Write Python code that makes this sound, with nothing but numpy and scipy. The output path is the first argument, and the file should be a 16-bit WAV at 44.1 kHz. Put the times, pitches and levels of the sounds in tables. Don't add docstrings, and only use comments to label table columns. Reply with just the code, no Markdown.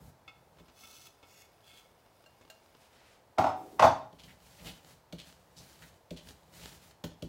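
import sys
import numpy as np
from scipy import signal
from scipy.fft import rfft, irfft
from scipy.io import wavfile
from scipy.ndimage import uniform_filter1d

SR = 44100
rng = np.random.default_rng(int(sys.argv[2]) if len(sys.argv) > 2 else 0)


def master_out(mix):
    frames = np.transpose(np.atleast_2d(mix))
    ceiling = np.clip(frames, -1, 1)
    pcm = np.round(ceiling * 32767).astype(np.int16)
    wavfile.write(sys.argv[1], SR, pcm)


N = 321048
TIME = np.arange(N) / SR
RING = TIME[:SR * 3 // 4]

# frequency in Hz, t60 in seconds.
ROOM_DECAY = [(100, .45), (700, 0.38), (3000, 0.36), (8000, 0.37), (15000, 0.091)]
# frequency in Hz, level per Hz in dB.
HUSH_COLOUR = [(15, -35.5), (25, -8.5), (96, 1.5), (269, -8.5), (513, -2.5), (881, -3.5), (1180, -10),
               (2520, -18.5), (2730, -20), (4330, -21), (8490, -27), (14600, -27.5), (15800, -27)]
WIPE_COLOUR = [(300, -29), (1500, 2), (3000, 8), (6000, 6.5), (10000, 0.5), (15500, 1)]
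THUD_COLOUR = [(35, -28.5), (70, -6.5), (100, 4.5), (135, -1), (190, -1.5), (260, 1.5), (380, 1),
               (450, -15.5), (1200, -38)]
BODY_COLOUR = [(300, -38.5), (500, -14.5), (660, 0.5), (850, -6.5), (1200, -7.5), (1550, -19),
               (2500, -57.5)]
CLACK_COLOUR = [(400, -28), (1000, -6.5), (2100, 6), (3300, -2.5), (5000, -6.5), (8000, -15), (12000, -29),
                (16000, -31)]
DRAG_COLOUR = [(130, -20), (340, 1.5), (1500, -33.5)]
PRESS_COLOUR = [(25, -27.5), (60, -1), (110, -7.5), (165, -0.5), (240, -12), (360, -20.5), (560, -15),
                (2000, -34.5)]
SLIDE_COLOUR = [(300, -3.5), (1400, 0.5), (2200, 3.5), (5000, 2.5), (7500, 0), (10000, -2), (15500, -10.5)]
SMACK_COLOUR = [(300, 9), (1200, 3.5), (2000, -7), (3000, 0.5), (4200, -4.5), (7000, -9.5), (15000, -44.5)]

# frequency in Hz, level in dB, t60 in seconds.
WALL_MODES = [(1324, 2, 0.12), (1590, -16, .1), (2183, 6.5, 0.085), (2568, 5.5, 0.069), (2750, -7, 0.1),
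              (3480, 6, 0.076), (4400, -9.5, 0.088), (5130, -13, 0.13)]
RIM_MODES = [(642, -2.5, 0.17), (715, -10, 0.15), (1350, -10, 0.15), (1590, -2.5, 0.084), (2793, 0.5, 0.11),
             (4280, -5, 0.1), (6352, -13, 0.047), (7480, -12, .09)]
LUMP_MODES = [(57, -4, 0.25), (166.4, 0.5, 0.11), (201, 1.5, 0.063), (266, -3.5, 0.038),
              (395.5, -8.5, 0.12), (479, -3.5, 0.066), (589, 3.5, 0.048)]
# frequency in Hz, level in dB landing on its edge,
# level in dB landing on its base, t60 in seconds.
BOWL_MODES = [(260.3, -23, -9, .22), (285, -9, -21, 0.39), (620, -9, -10, .22), (641, -9, 1, .25),
              (704, -13.5, -2, .27), (751, 2, -15, .38), (750, -6.5, -9, .24), (822, 1, -4, .26),
              (849.2, 4, 7.5, 0.14), (930, -7.5, -7, 0.24), (933, -9, -1.5, 0.16), (1067, -9, -8, 0.32),
              (1125, -3.5, -10, 0.24), (1220, -5.5, -19, .26), (1340, -9.5, -23.5, 0.34),
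              (1423, -20, -23.5, 0.17), (1900, -26, -18.5, 0.28), (3440, -24, -18, 0.23),
              (3670, -26, -24.5, 0.36), (4526, -34, -25.5, 0.29), (5200, -22, -26.5, 0.26),
              (5940, -39, -19, 0.23), (6520, -25.5, -24.5, .21)]

# start in seconds, ring in dB, tick in dB.
WALL_TAPS = [(0.278, -43, -52.5), (0.585, -62, -58), (0.6825, -68, -56), (0.8337, -50.5, -57.5),
             (1.2278, -55, -54.5), (1.702, -56, -67), (2.4112, -63, -56.5)]
RIM_TAPS = [(2.2608, -56, -63), (2.4997, -50, -48)]
# start in seconds, end in seconds, level in dB.
BOWL_WIPES = [(0, .13, -73), (0.751, 1.105, -57.5), (1.266, 1.46, -60), (1.632, 1.852, -61)]
BOWL_GRIP = (.55, 3, -75)
BOWL_LEANS = [(0, .11, -56.5), (.35, .62, -70.5)]
BOWL_DRAG = (3.55, 3.8, -53.5)
# start and end in seconds, dull rub in dB, dry hiss in dB.
FINGER_RUBS = [(2.585, 2.745, -76, -76), (2.778, 2.89, -71, -65.5), (2.883, 3.192, -65.5, -72.5),
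               (3.587, 3.76, -76, -74)]
# start in seconds, ring in dB, thud in dB, clack in dB, loss per rebound in dB.
BOWL_BLOWS = [(3.3828, -16, -27.5, -30.5, 11), (3.4405, -21.5, -39, -38.5, 3), (3.7944, -16, -31.5, -25, 6),
              (3.8235, -10, -28.5, -25.5, 11), (3.8394, -10.5, -24.5, -29.5, 10.5)]
# start and end in seconds, slide in dB, moment of
# bearing down in seconds, press in dB.
PUSHES = [(4.385, 4.816, -66, 4.675, -45), (5.594, 5.788, -63, 5.625, -68),
          (6.512, 6.794, -58.5, 6.635, -53)]
# start in seconds, level in dB, length in seconds,
# centre in Hz.
SQUISHES = [(4.231, -54, 0.017, 3220), (4.272, -58, 0.045, 2100), (4.58, -57.5, 0.033, 2320),
            (5.56, -54.5, 0.044, 4600), (5.814, -55, 0.029, 1820), (6.285, -48, 0.0082, 3680)]
# start in seconds, thump in dB, smack in dB, gain of the lowest
# mode in dB, air pop in dB, fold in dB.
SLAPS = [(0.598, -47, -57, -2, -72, -78), (4.128, -46, -66, -9, -60, -58.5),
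         (5.126, -33, -49, -9.5, -44, -50.5), (6.1076, -30, -60, -9, -44.5, -53.5),
         (7.0396, -29.5, -34, -11, -54, -67), (7.2236, -29.5, -50, -4.5, -43.5, -61)]

SEATED_S = 3.7


def amp(db):
    return 10 ** (np.asarray(db) / 20)


def unit(x):
    return x / np.sqrt(np.mean(x ** 2) + 1e-20)


def read(points, hz):
    f, value = np.transpose(points)
    return np.interp(np.log(hz + 1), np.log(f + 1), value)


def fade(t60):
    return np.exp(-np.log(1000) * RING / t60)


def add(mix, s, sound):
    part = mix[max(round(s * SR), 0):][:len(sound)]
    part += sound[:len(part)]


def colour(x, spectrum):
    gain = amp(read(spectrum, np.fft.rfftfreq(len(x), 1 / SR)))
    return unit(irfft(rfft(x) * gain, len(x)))


def burst(spectrum, t60, rise):
    return colour(rng.standard_normal(len(RING)), spectrum) * fade(t60) * (1 - np.exp(-RING / rise))


def ring(modes, scatter_db, detune, rise):
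    hz, db, t60 = np.transpose(modes)[:, :, None]
    side, weight, shift = rng.uniform(-0.82, 1, (3,) + hz.shape)
    gain = np.sign(side) * amp(db + scatter_db * weight)
    waves = gain * fade(t60) * np.sin(2 * np.pi * hz * (1 + detune * shift) * RING)
    return waves.sum(0) * (1 - np.exp(-RING / rise)) / np.sqrt(np.sum(amp(db) ** 2) / 2)


def grains(size, per_s, spread_db):
    strength = amp(spread_db * np.minimum(rng.exponential(1, size), 4))
    return unit(rng.standard_normal(size) * strength * (rng.random(size) < per_s / SR))


def crackle(per_s, spread_db, t60):
    releases = grains(N, per_s, spread_db)
    return unit(signal.oaconvolve(releases, burst(SMACK_COLOUR, t60, rise=.0003))[:N])


def sticking(slip_s=.0249, depth_db=1.5):
    window = np.hanning(round(2 * slip_s * SR))
    wander = unit(signal.oaconvolve(rng.standard_normal(N), window, "same"))
    return unit(amp(depth_db * wander))


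def strokes(rows, edge):
    power = np.zeros(N)
    for start, end, db in rows:
        ramp = np.clip(np.minimum(TIME - start, end - TIME) / edge + .5, 0, 1)
        power += amp(db) ** 2 * ramp ** 4
    return np.sqrt(power)


def room_hush():
    return amp(-64.5) * colour(rng.standard_normal(N), HUSH_COLOUR)


def reflections(x):
    taps = rng.choice([-1., 1.], len(RING)) * (rng.random(len(RING)) < 3000 / SR) * (RING > .005)
    hz, t, spectrum = signal.stft(taps, SR, nperseg=256)
    decay = np.exp(-np.log(1000) * t / read(ROOM_DECAY, hz)[:, None])
    tail = signal.istft(spectrum * decay, SR, nperseg=256)[1]
    return signal.fftconvolve(x, tail / np.linalg.norm(tail))[:N]


def floury_hiss():
    return colour(grains(N, per_s=45000, spread_db=1), SLIDE_COLOUR) * sticking()


def fingers(skin_hz=3300):
    lowpass = signal.butter(2, skin_hz, fs=SR, output="sos")
    dull = unit(signal.sosfilt(lowpass, rng.standard_normal(N))) * sticking()
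    wet = strokes([(start, end, db) for start, end, db, _ in FINGER_RUBS], edge=0.096)
    dry = strokes([(start, end, db) for start, end, _, db in FINGER_RUBS], edge=0.095)
    return wet * dull + dry * floury_hiss()


def bowl_wipes():
    out = np.zeros(N)
    for wipe in BOWL_WIPES + [BOWL_GRIP]:
        slips = strokes([wipe], edge=0.086) * grains(N, per_s=4600, spread_db=3.3) * sticking()
        tone = ring(WALL_MODES, scatter_db=3, detune=.01, rise=.0003)
        wall = unit(burst(WIPE_COLOUR, t60=0.017, rise=.0001)) + amp(-6.5) * unit(tone)
        out += signal.oaconvolve(slips, wall / np.linalg.norm(wall))[:N]
    grip = strokes([(*BOWL_GRIP[:2], -76)], edge=.1)
    return out + grip * crackle(per_s=14, spread_db=3, t60=.03)


def clinks(grip_t60=.43):
    out = np.zeros(N)
    for s, ring_db, tick_db in WALL_TAPS:
        for delay, db in ((0, 0), (.012, -1.5)):
            clink = ring(WALL_MODES, scatter_db=1, detune=.004, rise=.002)
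            add(out, s + delay, amp(ring_db + db) * clink * fade(grip_t60))
        add(out, s, amp(tick_db) * burst(SMACK_COLOUR, t60=0.096, rise=0.00023))
    for s, ring_db, tick_db in RIM_TAPS:
        add(out, s, amp(ring_db) * ring(RIM_MODES, scatter_db=1, detune=0, rise=.0005))
        add(out, s, amp(tick_db) * burst(WIPE_COLOUR, t60=0.056, rise=0.00043))
    return out


def rocking(s, loss_db, gap_s=.026, shrink=.9):
    return [(s - .007, -23), (s, 0), (s + gap_s, -loss_db), (s + gap_s + gap_s * shrink, -2 * loss_db)]


def bowl_knocks():
    out = strokes([BOWL_DRAG], edge=.05) * colour(rng.standard_normal(N), DRAG_COLOUR)
    for landing, ring_db, thud_db, clack_db, loss_db in BOWL_BLOWS:
        modes = [(hz, edge if landing < SEATED_S else base, t60) for hz, edge, base, t60 in BOWL_MODES]
        for s, db in rocking(landing, loss_db):
            add(out, s, amp(ring_db + db - 7) * ring(modes, scatter_db=2, detune=.007, rise=0.0015))
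            add(out, s, amp(ring_db + db + 1) * burst(BODY_COLOUR, t60=0.085, rise=.002))
            add(out, s + .004, amp(thud_db + db) * burst(THUD_COLOUR, t60=0.15, rise=0.0043))
            clack = burst(CLACK_COLOUR, t60=0.048, rise=.0006)
            haze = amp(-9) * burst(CLACK_COLOUR, t60=0.24, rise=0.0059)
            add(out, s, amp(clack_db + 1.5 * db) * (clack + haze))
    return out


def around(s, length, db):
    return s - length / 2, s + length / 2, db


def bearing(s, db, half_s=.032):
    return amp(db) / (1 + ((TIME - s) / half_s) ** 2) ** 1.2


def hand(lift_s=.12):
    moves, force = [], np.zeros(N)
    contact = 1. * (TIME > SEATED_S)
    for start, end, slide_db, s, press_db in PUSHES:
        pull_back = around(s + .22, length=.14, db=-62.5)
        moves += [(start, end, slide_db), pull_back]
        force += bearing(s, press_db)
    for s, *_, fold_db in SLAPS:
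        moves.append(around(s + .16, length=.11, db=fold_db - 12))
        contact *= (TIME < s - lift_s) | (TIME > s)
    for s, db, length, _ in SQUISHES:
        force += bearing(s + length, db - 4.5)
    return strokes(moves, edge=0.097), force, uniform_filter1d(contact, size=SR // 25)


def spurt(length, hz):
    hump = [(hz / 4, -22), (hz / 1.84, -13), (hz, 0), (hz * 1.53, -8), (hz * 4, -25)]
    fizz = colour(grains(len(RING), per_s=7000, spread_db=3), hump)
    age = RING / (length / 2)
    return fizz * (age * np.exp(1 - age)) ** 2


def pockets(speed, count=46, scatter_octaves=.64):
    out = np.zeros(N)
    times = rng.uniform(SEATED_S, TIME[-1], count)
    scatter = np.clip(rng.standard_normal((count, 2)), -2, 2)
    for s, (size_db, pitch) in zip(times, scatter):
        gain = np.interp(s, TIME, speed) * amp(size_db - 1)
        add(out, s, gain * spurt(length=.008, hz=3100 * 2 ** (scatter_octaves * pitch)))
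    return out


def flour_puffs(decay_s=.014):
    out = np.zeros(N)
    for s, _, smack_db, *_ in SLAPS:
        add(out, s, amp(smack_db - 15.5) * np.exp(-RING / decay_s))
    return out


def kneading(flour_hz=11000):
    speed, force, contact = hand()
    friction = np.sqrt(speed ** 2 + (amp(-11) * force) ** 2 + (amp(-77) * contact) ** 2)
    load = np.sqrt(force ** 2 + (amp(-3) * speed) ** 2 + (amp(-70) * contact) ** 2)
    highpass = signal.butter(2, flour_hz, "high", fs=SR, output="sos")
    flour = unit(signal.sosfilt(highpass, grains(N, per_s=20000, spread_db=2.5)))
    threads = crackle(per_s=100, spread_db=4, t60=.01208)
    slide = friction * (amp(0.4) * floury_hiss() + amp(-5.5) * flour + amp(-2.5) * threads)
    rumble = (load + strokes(BOWL_LEANS, edge=0.024)) * colour(rng.standard_normal(N), PRESS_COLOUR)
    return slide + flour_puffs() * flour + pockets(speed) + rumble


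def squishes(squelch_s=.06):
    out = np.zeros(N)
    for s, *_, pop_db, fold_db in SLAPS:
        add(out, s - .002, amp(pop_db) * spurt(length=.0065, hz=3000))
        add(out, s + .051, amp(fold_db) * spurt(length=.038, hz=3200))
    for *_, s, press_db in PUSHES:
        add(out, s - squelch_s / 2, amp(press_db - 3.5) * spurt(squelch_s, hz=2920))
    for s, db, length, hz in SQUISHES:
        add(out, s, amp(db) * spurt(length, hz))
    return out


def slaps():
    out = np.zeros(N)
    for s, thump_db, smack_db, weight_db, *_ in SLAPS:
        modes = [(hz, db + weight_db * (k == 0), t60) for k, (hz, db, t60) in enumerate(LUMP_MODES)]
        wobble = ring(modes, scatter_db=1, detune=.02, rise=.005)
        thump = wobble + amp(-7.5) * burst(THUD_COLOUR, t60=0.12, rise=0.0046)
        add(out, s + 0.0027, amp(thump_db) * thump)
        add(out, s, amp(smack_db) * burst(SMACK_COLOUR, t60=0.051, rise=0.0005))
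    return out


def scene():
    knocks = bowl_knocks()
    glass = bowl_wipes() + clinks()
    dough = fingers() + kneading() + squishes() + slaps()
    room = reflections(amp(-8.5) * knocks + amp(-10.5) * glass + amp(-8.5) * dough)
    return (room_hush() + room + glass + amp(-0.5) * knocks + dough)[None]


def record(dry):
    low_cut = signal.butter(2, 36, "high", fs=SR, output="sos")
    band_limit = signal.firwin(511, 15900, window=("kaiser", 9), fs=SR)
    return signal.oaconvolve(signal.sosfilt(low_cut, dry), band_limit[None], "same")


dry = scene()
out = record(dry)
master_out(out)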